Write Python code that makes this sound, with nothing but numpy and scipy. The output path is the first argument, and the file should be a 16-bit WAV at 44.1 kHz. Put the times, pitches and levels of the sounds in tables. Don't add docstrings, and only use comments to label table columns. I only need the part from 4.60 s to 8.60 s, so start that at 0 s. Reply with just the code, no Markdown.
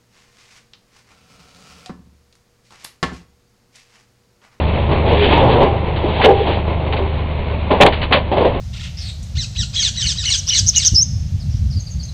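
import sys
import numpy as np
from scipy import signal
from scipy.fft import rfft, irfft
from scipy.io import wavfile
from scipy.ndimage import uniform_filter1d

SR = 44100
rng = np.random.default_rng(int(sys.argv[2]) if len(sys.argv) > 2 else 0)


def wav_out(sig):
    wavfile.write(sys.argv[1], SR, np.round(np.clip(np.atleast_2d(sig).T, -1, 1) * 32767).astype(np.int16))


N = 176400
BLOW_SAMPLES, FILTER_SAMPLES = 12288, 8192


def undb(db):
    return 10 ** (np.asarray(db) / 20)


def unit(x):
    return x / np.sqrt(np.mean(x ** 2) + 1e-18)


def curve(rows):
    return undb(np.interp(np.arange(N) / SR, *np.array(rows).T))


def walk(per_s):
    step = int(SR / per_s)
    stairs = np.repeat(rng.standard_normal(N // step + 1), step)
    return unit(uniform_filter1d(uniform_filter1d(stairs, step), step)[:N])


def grains(spread_db, size=N, per_s=8000):
    strength = undb(spread_db * np.minimum(rng.exponential(size=size), 4))
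    contacts = rng.random(size) < per_s / SR
    polarity = np.sign(rng.random(size) - .5)
    return unit(contacts * polarity * strength)


# frequency in Hz, lift in dB.
FRAME_RESONANCES = [(411, 3), (570, 2), (934, -2), (1593, -2), (2142, 3.5), (2626, 5), (3206, 1.5)]

def colour(x, spectrum, focus_hz=500, focus_db=0):
    focus_half_width_oct, frame_half_width_hz = 0.22, 12
    row_hz, row_db = np.array(spectrum, float).T
    half = FILTER_SAMPLES // 2
    hz = np.maximum(np.arange(half + 1) * SR / FILTER_SAMPLES, 1)
    db = np.interp(np.log(hz), np.log(row_hz), row_db)
    db += focus_db / (1 + (np.log2(hz / focus_hz) / focus_half_width_oct) ** 2)
    for mode_hz, lift_db in FRAME_RESONANCES:
        db += lift_db / (1 + ((hz - mode_hz) / frame_half_width_hz) ** 2)
    cepstrum = irfft(np.log(undb(db)))[:half]
    cepstrum[1:] *= 2
    response = irfft(np.exp(rfft(cepstrum, FILTER_SAMPLES)))[:half]
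    return unit(irfft(rfft(x) * rfft(response, len(x)), len(x)))


def burst(attack_s, hold_s, decay_s):
    t = np.arange(BLOW_SAMPLES) / SR
    return np.minimum(t / attack_s, 1) * np.exp(-np.maximum(t - hold_s, 0) / decay_s)


def blow(sound, envelope, db):
    shaped = sound * envelope
    return undb(db) * shaped * np.sqrt(np.sum(envelope ** 2) / np.sum(shaped ** 2))


def add(out, start_s, sound):
    first = int(start_s * SR)
    out[first:first + len(sound)] += sound[:max(N - first, 0)]


# multiple of the shaft rate, relative level in dB.
SHAFT_ORDERS = [(1, -35.5), (3, -20.5), (5, -34.5), (6, -34)]
# time in seconds, gain in dB.
DRONE_GAIN = [(0, 2), (.8, 2.5), (1.2, -0.5), (2.3, -0.5), (3.7, -2.5), (4, -4)]
# frequency in Hz, relative spectral density in dB.
ROAR_SPECTRUM = [(15, -3.5), (35, 0.5), (140, -2.5), (200, -2.5), (270, -8.5), (400, -10.5), (520, -8.5),
                 (620, -9), (780, -13), (960, -10), (1250, -21), (1600, -25.5), (2300, -19.5),
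                 (3300, -25.5), (4200, -27), (5200, -46)]
# time in seconds, level in dB.
ROAR_LEVEL = [(0, -20.5), (.9, -18.5), (1.25, -22.5), (2.6, -23), (3.3, -21.5), (3.65, -25.5), (4, -23.5)]

def machine():
    shaft_hz, hum_hz, hum_db = 25.17, 102.9, -27.5
    firing_depth, flutter_db = .18, 1.5
    shaft_angle = 2 * np.pi * np.cumsum(shaft_hz * (1 + 0.0036 * walk(2.7))) / SR
    drone = np.zeros(N)
    for order, db in SHAFT_ORDERS:
        drone += undb(db + 0.52 * walk(7)) * np.sin(order * shaft_angle + 2 * np.pi * rng.random())
    hum_gain = undb(hum_db + 0.91 * walk(2.7))
    hum = hum_gain * np.sin(2 * np.pi * np.cumsum(hum_hz * (1 + 0.0063 * walk(6))) / SR)
    firing = 1 + firing_depth * np.sin(3 * shaft_angle)
    roar = colour(grains(spread_db=2.0) * firing * undb(flutter_db * walk(35)), ROAR_SPECTRUM)
    return np.sqrt(2) * (drone + hum) * curve(DRONE_GAIN) + roar * curve(ROAR_LEVEL)


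# frequency in Hz, relative spectral density in dB.
RUMBLE_SPECTRUM = [(40, -6.5), (80, 1.5), (140, 0.5), (200, -5), (290, -2), (420, -1.5), (560, 0),
                   (740, -3), (950, -3), (1250, -19), (2000, -29.5), (4400, -38.5)]
HISS_SPECTRUM = [(400, -12), (1200, -8), (1700, -2.5), (2500, 0), (3400, 1.5), (4400, -6.5), (6000, -31.5)]
# time in seconds, level in dB.
RUMBLE_LEVEL = [(0, -26), (.25, -27), (.44, -19), (.52, -13), (.6, -18), (.76, -9.5), (.94, -12),
                (1.06, -14), (1.2, -28), (1.55, -21), (1.9, -23), (2.03, -29.5), (2.4, -27.5),
                (2.55, -44.5), (3.7, -36), (4, -28.5)]
HISS_LEVEL = [(0, -36), (.44, -40.5), (.49, -23), (.57, -24.5), (.65, -17.5), (.7, -21), (.735, -17),
              (.85, -31), (.92, -22), (1.0, -31), (1.07, -29), (1.15, -51.5), (1.3, -42), (1.58, -26.5),
              (1.77, -31.5), (1.83, -29), (1.94, -27.5), (2.03, -43.5), (4, -44)]

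def plough():
    rumble = colour(grains(spread_db=0.5) * undb(1.6 * walk(45)), RUMBLE_SPECTRUM)
    hiss = colour(grains(spread_db=1.5) * undb(0.75 * walk(60)), HISS_SPECTRUM)
    return rumble * curve(RUMBLE_LEVEL) + hiss * curve(HISS_LEVEL)


# frequency in Hz, relative spectral density in dB.
PLATE_SPECTRUM = [(50, -14.5), (130, -5), (420, 2), (560, 0.5), (800, 0.5), (1050, -3), (1300, -17.5),
                  (2200, -17.5), (3300, -18), (4400, -25.5)]
# start in seconds, level in dB, centre of the focus band in Hz,
# its lift in dB, hold in seconds, decay time constant in seconds.
KNOCKS = [(.287, -12.5, 141, 24.5, 0.014, 0.024), (0.31, -14.5, 230, 7, 0.02, .02),
          (0.847, -14, 125, 30.5, 0.016, 0.048), (1.004, -9, 400, 6, 0.027, 0.032),
          (1.437, -16, 345, 11, .02, .025), (1.596, -14, 850, 15.5, .01, .015),
          (1.64, -5, 487, 9.5, 0.028, 0.014), (1.679, -8.5, 455, 21, 0.031, 0.025),
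          (1.701, -11, 660, 4, 0.0063, 0.016), (1.868, -16, 850, -0.5, .03, 0.024),
          (1.968, -21.5, 640, 4, 0.006, 0.031), (2.332, -20, 620, 2.5, 0.012, 0.015),
          (2.386, -19.5, 550, -6, 0.0082, 0.022), (3.103, -10.5, 610, 2.5, 0.018, 0.06),
          (3.108, -10, 252, 14, 0.01, 0.015), (3.201, -2.5, 604, 2.5, .035, 0.015),
          (3.25, -5, 570, 7, 0.014, 0.023), (3.509, -15.5, 600, 0.5, 0.013, 0.015),
          (3.543, -13, 545, 11.5, 0.033, 0.02), (3.714, -13.5, 557, 3.5, 0.024, .035),
          (3.765, -11, 540, 7, 0.021, 0.019), (3.806, -10.5, 526, 10, .008, 0.058),
          (3.846, -9.5, 530, 10, 0.017, .024), (3.945, -24.5, 457, 9, .025, 0.048)]

def knocks(attack_s=0.0026):
    out = np.zeros(N)
    for start_s, db, focus_hz, focus_db, hold_s, decay_s in KNOCKS:
        clatter = colour(grains(spread_db=1, size=BLOW_SAMPLES), PLATE_SPECTRUM, focus_hz, focus_db)
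        add(out, start_s, blow(clatter, burst(attack_s, hold_s, decay_s), db))
    return out


# frequency in Hz, relative spectral density in dB.
STONE_SPECTRUM = [(150, -9.5), (500, -1.5), (1050, 2.5), (1300, -1), (2700, 2), (4400, -2.5), (6000, -28)]
# start in seconds, level in dB, hold and decay time constant in seconds.
CRUNCHES = [(0.315, -27.5, .015, .025), (0.724, -19, 0.01, 0.019), (1.022, -29.5, .008, 0.019),
            (1.359, -27, 0.016, 0.025), (1.614, -15, .012, 0.032), (1.638, -9.5, 0.0074, 0.011),
            (1.654, -8, 0.0049, 0.0028), (2.323, -22, .016, 0.0083), (2.365, -24.5, 0.0091, 0.012),
            (3.107, -22.5, 0.0084, 0.017), (3.208, -4.5, 0.019, .003), (3.231, -2, 0.0033, .002),
            (3.262, -5.5, 0.0033, 0.012), (3.321, -21, 0.011, 0.038), (3.415, -20.5, 0.024, 0.016),
            (3.522, -7.5, 0.017, 0.022), (3.769, -29.5, .05, .06)]

def crunches(attack_s=0.0018):
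    out = np.zeros(N)
    for start_s, db, hold_s, decay_s in CRUNCHES:
        clicks = colour(grains(spread_db=1, size=BLOW_SAMPLES), STONE_SPECTRUM)
        add(out, start_s, blow(clicks, burst(attack_s, hold_s, decay_s), db))
    return out


# start in seconds, length in seconds, level in dB,
# first and last frequency in Hz, roughness from 0 to 1.
GROANS = [(0.491, 0.091, -17, 489, 407, 0.97), (.54, 0.16, -14.5, 415, 410, 0),
          (.735, 0.064, -17, 906, 960, 0.09), (0.946, .105, -11, 422.3, 595, .45),
          (1.625, 0.073, -7.5, 457.6, 416.6, .35), (1.785, 0.067, -15, 567, 377, 0.96)]

def groans(jitter=0.091, shimmer_db=5.5, slips_per_s=140):
    out = np.zeros(N)
    for start_s, length_s, db, first_hz, last_hz, roughness in GROANS:
        n = int(length_s * SR)
        hz = np.linspace(first_hz, last_hz, n) * (1 + roughness * jitter * walk(slips_per_s)[:n])
        shimmer = undb(roughness * shimmer_db * walk(slips_per_s)[:n])
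        tone = shimmer * np.sin(2 * np.pi * np.cumsum(hz) / SR)
        swell = np.sin(np.linspace(0, np.pi, n))
        add(out, start_s, blow(tone, swell, db))
    return out


# frequency in Hz, relative level in dB, 60 dB decay time in seconds.
STEEL_MODES = [(386, 1, .5), (796, 3.5, 0.38), (804, -9.5, 1.4)]
# start in seconds, gains of the low and the high modes in dB.
RINGS = [(1.07, -22, -20), (1.678, -10, -10), (2.39, -21, -38)]

def steel_rings(split_hz=600, attack_s=0.013):
    t, out = np.arange(BLOW_SAMPLES) / SR, np.zeros(N)
    for start_s, low_db, high_db in RINGS:
        for hz, db, t60 in STEEL_MODES:
            waver_db = 1.9 * walk(per_s=110)[:BLOW_SAMPLES]
            strength = undb(db + waver_db + (low_db if hz < split_hz else high_db))
            envelope = burst(attack_s, hold_s=attack_s, decay_s=t60 / np.log(1000))
            add(out, start_s, strength * envelope * np.sin(2 * np.pi * hz * t))
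    return out


def scene():
    return (machine() + plough() + knocks() + crunches() + groans() + steel_rings())[None]


def record(dry):
    headroom, knee, ceiling = 1.64, 0.89, 0.99
    mic_top_hz, band_top_hz, output_top_hz = 3863, 4750, 15900
    rounded = headroom * np.tanh(dry / headroom)
    dulled = signal.sosfilt(signal.butter(6, mic_top_hz, fs=SR, output="sos"), rounded)
    narrow = signal.sosfilt(signal.cheby1(12, .2, band_top_hz, fs=SR, output="sos"), dulled)
    linear = np.clip(narrow, -knee, knee)
    margin = ceiling - knee
    clipped = linear + margin * np.tanh((narrow - linear) / margin)
    return signal.sosfilt(signal.ellip(8, .2, 70, output_top_hz, fs=SR, output="sos"), clipped)


dry = scene()
out = record(dry)
wav_out(out)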